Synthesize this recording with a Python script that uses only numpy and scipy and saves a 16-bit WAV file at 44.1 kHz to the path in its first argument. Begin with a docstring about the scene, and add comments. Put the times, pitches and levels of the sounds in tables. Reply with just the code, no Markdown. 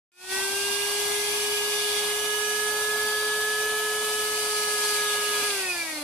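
"""A small handheld vacuum cleaner runs up in a car footwell, close to a stereo microphone.
Its shaft hums, the seven-blade fan whines, and air rushes through the nozzle and the plastic housing.
The hand draws it over the mat towards the microphone, the nozzle catching and gulping air on the way.
At about 5.5 s the switch snaps off and it starts to wind down: the air eases, and the falling tones
sweep through the resonances of the housing."""
import sys
import numpy as np
from scipy import signal
from scipy.fft import rfft, irfft, next_fast_len
from scipy.io import wavfile

SR = 44100
rng = np.random.default_rng(int(sys.argv[2]) if len(sys.argv) > 2 else 0)


def dump(signal):
    """Clip the signal to [-1, 1] and save it as 16-bit WAV at the path in sys.argv[1]."""
    limited = np.clip(np.atleast_2d(signal).T, -1, 1)
    pcm = np.round(limited * 32767).astype(np.int16)
    wavfile.write(sys.argv[1], SR, pcm)


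N = 266275
TIME = np.arange(N) / SR
SIZE = next_fast_len(N, real=True)
HZ = np.arange(SIZE // 2 + 1) * SR / SIZE
START_S, OFF_S = 0.118, 5.47
RUN_HZ, BLADES = 418, 7  # nominal shaft speed; fan blades

# The hand draws the cleaner back. Each row: time in seconds, place from 0 (far) to 1 (at the microphone).
DRAWN = [(0.5, 0), (1.6, 0.21), (2.7, 0.79), (4.3, 0.91), (4.7, 1)]


def undb(db):
    """Decibels to gain."""
    return 10 ** (np.asarray(db) / 20)


def curve(points):
    """Join (seconds, value) points into a line through time."""
    return np.interp(TIME, *np.transpose(points))


def spectrum(points):
    """Join (Hz, value) points on a log-frequency axis."""
    hz, value = np.transpose(points)
    return np.interp(np.log(HZ + 1), np.log(hz), value)


def walk(rate):
    """Smooth random motion of unit spread, changing about rate times a second."""
    size, per_s = 4096, 500
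    hz = np.arange(size // 2 + 1) * per_s / size
    motion = irfft(rfft(rng.standard_normal(size)) * np.exp(-(hz / rate) ** 2))
    return np.interp(TIME, np.arange(size) / per_s, motion / motion.std())


def swell(peak_s, half_width_s):
    """A smooth rise and fall, 1 at its top."""
    return np.exp(-((TIME - peak_s) / half_width_s) ** 2)


def sides(pan_db):
    """Left and right gains of constant total power."""
    gain = undb(np.array([pan_db, -pan_db]) / 2)
    return gain / np.sqrt(np.mean(gain ** 2, axis=0))


def shaft_speed(short_hz=64.2, spin_up_s=0.385):
    """Turns per second: the motor runs up, works, then coasts."""
    # Working speed rises as the nozzle is choked. Each row: time in seconds, speed in Hz.
    working = [(2.05, 416.6), (2.26, 420.3), (2.91, 423.6), (3.79, 426.5), (4.4, 424.4), (4.85, 419.8),
               (5.36, 417.5)]
    return (curve(working) - short_hz * np.exp((START_S - TIME) / spin_up_s)) * coast()


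def motor(speed):
    """Unbalance hums at the shaft rate, the blades whistle at seven times it, among other shaft orders."""
    # Each entry: shaft order, level in dB; first the weak orders under power, then the coasting rotor.
    weak_db = {2: -52, 6: -55, 8: -54, 9: -55, 11: -50, 15: -56, 19: -52, 21: -46, 22: -51, 26: -54, 28:
               -49.5}
    unpowered_db = {1: -45.5, 2: -46.5, 3: -49, 4: -49.5, 5: -51.5, 6: -51, 7: -52, 8: -55, 14: -55}
    # Housing resonances. Each row: order that drives it, centre in Hz, width in Hz, gain in dB.
    housing = [(1, 401, 48.5, 10.5), (1, 303, 24, 5), (2, 765, 70, 6), (4, 1560, 130, 12),
               (5, 1855, 36, 20), (5, 1730, 65, 15), (6, 1850, 150, 9), (7, 2528, 56, 23.5),
               (7, 2352, 38, 23.5), (14, 4930, 130, 10), (14, 4700, 110, 12), (14, 4260, 170, 11),
               (28, 11100, 550, 5)]
    dip = swell(5.42, 0.009)  # pitch and level dip just before switch-off
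    wobble = 0.00045 * walk(38) + 0.00062 * walk(4.7)
    turns = np.cumsum(speed * (1 + wobble - 0.04 * dip)) / SR
    coasting = np.clip((TIME - OFF_S) / 0.13, 0, 1)
    strong, pans = strong_orders(speed)
    out = 0
    for order, run_db in {**weak_db, **strong}.items():
        modes = [row[1:] for row in housing if round(row[0]) == order]
        ring_db = housing_gain(modes, order * speed)
        if order in strong:
            scatter = 0.022 * order
        else:
            run_db, scatter = run_db + ring_db, 0.6
        # a falling tone flickers as it crosses standing waves, the faster the higher its order
        ripple_db = 0.26 * order * walk(2.66 * order)
        coast_db = unpowered_db.get(order, weak_db.get(order, 0) - 22) + ring_db + ripple_db
        level_db = run_db + (coast_db - run_db) * coasting
        pan_db = pans.get(order, np.zeros(N)) * (1 - coasting)
        out = out + shaft_tone(order, turns, level_db, pan_db, scatter)
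    return out * undb(-5 * dip)


def strong_orders(speed, hum_db_per_octave=35):
    """Level and lean in dB of the strong orders under power, shifting as the cleaner moves."""
    # The loudest whine, the thinner tone just above it, the blade whistle and its octave.
    # Each row: time in seconds, level in dB.
    whine = [(0.25, -36.5), (0.39, -33), (0.6, -36.5), (0.85, -36.5), (1.38, -38), (1.73, -35.5),
             (1.95, -37.5), (2.35, -31.5), (2.97, -29), (3.66, -28.5), (4.2, -34), (4.48, -36), (4.75, -31),
             (5.14, -31), (5.27, -32.5), (5.4, -31)]
    thin_tone = [(0.22, -42), (0.34, -35.5), (0.42, -38), (0.54, -55), (0.8, -46), (1.22, -37.5),
                 (1.45, -47), (3.0, -48), (3.85, -65), (4.4, -52), (4.95, -45), (5.4, -47)]
    whistle = [(0.2, -34), (0.3, -45), (0.38, -39), (0.51, -42), (0.63, -34), (1.2, -41), (1.6, -32),
               (1.9, -38), (2.3, -35.5), (2.9, -44), (3.25, -41), (3.7, -42.5), (4.0, -37.5), (4.8, -41),
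               (5.3, -38.5)]
    whistle_octave = [(0.33, -43), (0.9, -49), (1.1, -42.5), (1.3, -42.5), (1.48, -51), (1.7, -45),
                      (2.15, -44), (2.5, -41), (2.78, -41), (3.08, -56), (3.4, -46), (3.7, -50), (3.9, -56),
                      (4.25, -47), (4.5, -48), (4.68, -40), (4.95, -47), (5.35, -46)]
    # Standing waves pull the whine to one side. Each row: time in seconds, left minus right in dB.
    whine_lean = [(0.4, 0.0), (0.69, -1.0), (0.75, -13), (1.07, 3.5), (2.15, -7.5), (2.31, -22), (2.82, -5),
                  (4.49, 2), (5.4, -1)]
    # The hum. Each row: order, level far and near in dB, left minus right far and near in dB.
    hum = [(1, -31, -33.5, 5.5, -1), (3, -49, -34.5, 3.5, -6)]
    drawn, lean = curve(DRAWN), curve(whine_lean)
    levels = {4: curve(whine), BLADES: curve(whistle),
              5: curve(thin_tone), 2 * BLADES: curve(whistle_octave)}
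    pans = {4: lean, BLADES: 0.98 * lean}
    for order, far_db, near_db, far_pan, near_pan in hum:
        levels[round(order)] = far_db + (near_db - far_db) * drawn
        pans[round(order)] = far_pan + (near_pan - far_pan) * drawn
    levels[1] += hum_db_per_octave * np.log2(speed / RUN_HZ)  # unbalance hum grows with speed
    return levels, pans


def housing_gain(modes, tone_hz):
    """Gain in dB of a tone passing through resonances; between two neighbours they cancel."""
    response = sum(undb(db) / (1 + 1j * (tone_hz ** 2 - hz ** 2) / (width * tone_hz))
                   for hz, width, db in modes)
    return 10 * np.log10(1 + np.abs(response) ** 2)


def shaft_tone(order, turns, level_db, pan_db, scatter, flutter_db=0.77):
    """One shaft order: the direct tone plus reflections that shift, for each side, as the hand moves."""
    reflected = np.array([walk(4.1) + 1j * walk(26) + 0.94 * (walk(39) + 1j * walk(40))
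                          for _ in range(2)])
    paths = (1 + scatter * reflected) / np.sqrt(1 + 2 * scatter ** 2)
    phase_gap = 0.13 * order * walk(1)  # shorter waves differ more between the sides
    if order == BLADES:  # the whistle turns wide for a moment, its sides out of phase
        phase_gap += 2.7 * swell(1.395, 0.26)
    phase = 2 * np.pi * (order * turns + rng.random()) + np.array([phase_gap, -phase_gap]) / 2
    wave = paths.real * np.cos(phase) - paths.imag * np.sin(phase)
    return np.sqrt(2) * wave * sides(pan_db) * undb(level_db + flutter_db * walk(51))


def suction(db_per_octave=16.5):
    """Hiss at the vents and a hollow rush in throat, nozzle and lip, dying away with the coasting fan."""
    # Colour of the hiss. Each row: frequency in Hz, spectral density in dB.
    hiss_colour = [(1000, -20), (2000, -9), (3300, -6), (4050, -3.5), (4700, -4.5), (6000, -3), (7400, -3),
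                   (8300, -0.9), (9300, 0.5), (11000, -1), (11700, -6.5), (12800, -8.5), (14000, -12),
                   (15200, -55)]
    # Air resonances. Each row: centre in Hz, width in Hz, level far and near in dB.
    throat = [(2095, 180, -7, -3), (2323, 150, 2.5, 0.5), (2485, 220, 0.5, 0.5), (2800, 210, -3.5, -1.5)]
    nozzle = [(3263, 195, -1, 1), (3390, 230, -4, -1), (3608, 270, -1, -1.5), (3870, 230, -11, -1.5)]
    lip = [(4330, 460, -1.5, -2), (4636, 570, -2.5, -0.5), (4970, 320, -0.5, -1.5), (5770, 480, -1.5, -4.5)]
    # Airflow follows the gap between nozzle and mat. Each row: time in seconds, relative level in dB.
    hiss_level = [(0.34, -35), (1.2, -33), (1.6, -34), (2.05, -33), (2.15, -35), (2.6, -34.5), (3.2, -36),
                  (3.64, -35.5), (3.7, -36), (4.3, -33.5), (4.65, -33), (4.92, -31.5), (5.06, -33.7),
                  (5.48, -32.5)]
    throat_level = [(0.4, -42.5), (1.2, -41), (2.05, -40), (2.2, -43), (3.3, -44), (4.2, -42.3),
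                    (4.9, -40.5), (5.25, -38.5), (5.48, -37.5)]
    nozzle_level = [(0.34, -40.5), (1.0, -39), (1.7, -37.5), (2.01, -32.5), (2.15, -39.5), (2.7, -41.3),
                    (3.15, -38), (3.64, -41), (3.7, -40), (4.7, -42), (4.92, -39.5), (5.06, -36),
                    (5.48, -39.5)]
    lip_level = [(0.34, -38), (1.4, -38), (1.9, -35.5), (2.05, -37.5), (2.15, -42), (3.15, -39.5),
                 (3.64, -42), (3.7, -45), (4.3, -39.5), (4.62, -36), (4.78, -37.5), (4.92, -35.5),
                 (5.06, -39), (5.48, -36)]
    hiss = turbulence(undb(spectrum(hiss_colour)) ** 2, band_hz=(6500, 14000))
    air = hiss * undb(curve(hiss_level) + 3) + gulps()
    for modes, level, boost_db in (throat, throat_level, 3), (nozzle, nozzle_level, 2), (lip, lip_level, 2):
        air += rush(modes) * undb(curve(level) + boost_db)
    eddies_db = 0.5 * walk(20)
    return air * undb(eddies_db + db_per_octave * np.log2(coast()))


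def exhaust(speed, db_per_octave=12):
    """The low rush of the exhaust rings the dust cup and grows with fan speed."""
    # Colour of the exhaust. Each row: frequency in Hz, spectral density in dB.
    colour = [(20, -45), (50, -17), (68, 1.5), (95, -4), (180, -5), (250, 2), (480, -7.5), (620, -7),
              (1200, 2), (1520, -2.5), (1900, -3.5), (3000, -6.5)]
    # Dust cup and footwell resonances. Each row: centre in Hz, width in Hz, level far and near in dB.
    cup = [(558, 127, -10.5, -0.5), (725, 83, -2.5, 2.5), (835, 180, -0.5, -1.5), (938, 163, 0, 2),
           (1118, 126, 0.5, -3), (1395, 140, -10, -1)]
    outflow = turbulence(undb(spectrum(colour)) ** 2, band_hz=(50, 2000))
    air = outflow * undb(-46) + rush(cup) * undb(-40.5)
    return air * undb(walk(7.8) + db_per_octave * np.log2(speed / RUN_HZ))


def turbulence(power, band_hz=(0, SR / 2)):
    """Stereo noise of a given power spectrum, at unit level within the band."""
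    # The sides are most alike in the bass. Each row: frequency in Hz, correlation of left and right.
    likeness = [(50, 0.93), (600, 0.91), (1000, 0.17), (1500, 0.33), (2500, 0.3), (5000, -0.075),
                (12000, 0.065)]
    # The top treble leans left. Each row: frequency in Hz, left minus right in dB.
    lean = [(200, 1), (750, -0.5), (1500, -2.5), (3400, 0), (9000, -0.9), (10500, 1.5), (12000, 7),
            (15000, 2)]
    power = power / np.mean(power * (HZ > band_hz[0]) * (HZ < band_hz[1]))
    alike = spectrum(likeness)
    shares = np.array([1 + alike, 1 - alike]) / 2
    mid, side = rfft(rng.standard_normal((2, SIZE))) * np.sqrt(power * shares)
    return irfft(np.array([mid + side, mid - side]) * sides(spectrum(lean)), SIZE)[:, :N]


def hollow(centre_hz, width_hz):
    """Noise in one steep-sided resonance, at unit level."""
    detuning = (HZ ** 2 - centre_hz ** 2) / (width_hz * HZ + 1)
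    return turbulence(1 / (1 + detuning ** 2) ** 2)


def rush(modes, swell_db=0.4, flicker_db=1.2):
    """Air resonances trade strength as the cleaner nears the microphone, each wavering on its own."""
    drawn = curve(DRAWN)
    out, power = 0, 0
    for hz, width, far_db, near_db in modes:
        gain = np.sqrt(width) * undb(far_db + (near_db - far_db) * drawn)
        out = out + hollow(hz, width) * gain * undb(swell_db * walk(6) + flicker_db * walk(21))
        power = power + gain ** 2
    return out / np.sqrt(power)


def footwell(sound):
    """Short echoes off mat and walls comb the noise, differently on each side, and make it hollow."""
    # Each row: delay in milliseconds, gain, drift in milliseconds as the hand moves.
    echoes = [(1.3, 0.15, 0.22), (3.1, 0.32, 0.263), (6.4, 0.56, 0.299)]
    out = sound.copy()
    for delay_ms, gain, drift_ms in echoes:
        for side in range(2):
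            lag_s = (delay_ms + drift_ms * walk(0.7)) / 1000
            out[side] += gain * np.interp(TIME - lag_s, TIME, sound[side])
    return out * sound.std() / out.std()


def gulps():
    """Brief hollow swells of air where the nozzle catches on the mat."""
    # Each row: peak time in seconds, half-width in seconds, level in dB, centre in Hz, width in Hz.
    catches = [(1.905, 0.04, -37, 4470, 1200), (3.156, 0.26, -42, 4670, 110),
               (3.624, 0.032, -37, 5600, 1200), (4.917, 0.035, -32.5, 4670, 750)]
    return sum(hollow(hz, width) * undb(db) * swell(peak_s, half_width_s)
               for peak_s, half_width_s, db, hz, width in catches)


def handling():
    """A faint rumble of handling, swelling once as the arm pulls back."""
    return hollow(centre_hz=34, width_hz=9.2) * undb(-79 + 8.5 * swell(4.2, 0.7))


def thump_and_switch():
    """A faint low thump as the tones briefly dip, then the switch slides and snaps."""
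    # Each row: start in seconds, level in dB, centre in Hz, width in Hz, decay in seconds.
    bursts = [(5.419, -34, 270, 240, 0.0085), (5.479, -30, 2100, 1400, 0.006),
              (5.504, -24, 3200, 2400, 0.008)]
    out = 0
    for start_s, db, hz, width, decay_s in bursts:
        envelope = (TIME > start_s) * np.exp(-np.abs(TIME - start_s) / decay_s)
        out = out + hollow(hz, width) * undb(db) * envelope
    return out


def coast(decay_s=1.565):
    """Share of its speed that the rotor keeps after switch-off."""
    return np.exp(-np.maximum(TIME - OFF_S, 0) / decay_s)


def scene():
    """The cleaner in the footwell, its motor and air sharing one shaft speed."""
    # The sound fades in. Each row: time in seconds, gain in dB.
    fade_in = [(0.118, -44.5), (0.17, -31), (0.215, -17.5), (0.285, -10), (0.325, -1.5)]
    speed = shaft_speed()
    fade = undb(curve(fade_in)) * (TIME > START_S)
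    return fade * (motor(speed) + footwell(suction()) + exhaust(speed) + handling() + thump_and_switch())


def record(dry, top_hz=15250):
    """The microphone chain cuts the top treble steeply."""
    return signal.sosfilt(signal.ellip(10, 0.2, 80, top_hz, fs=SR, output="sos"), dry)


dry = scene()
out = record(dry)
dump(out)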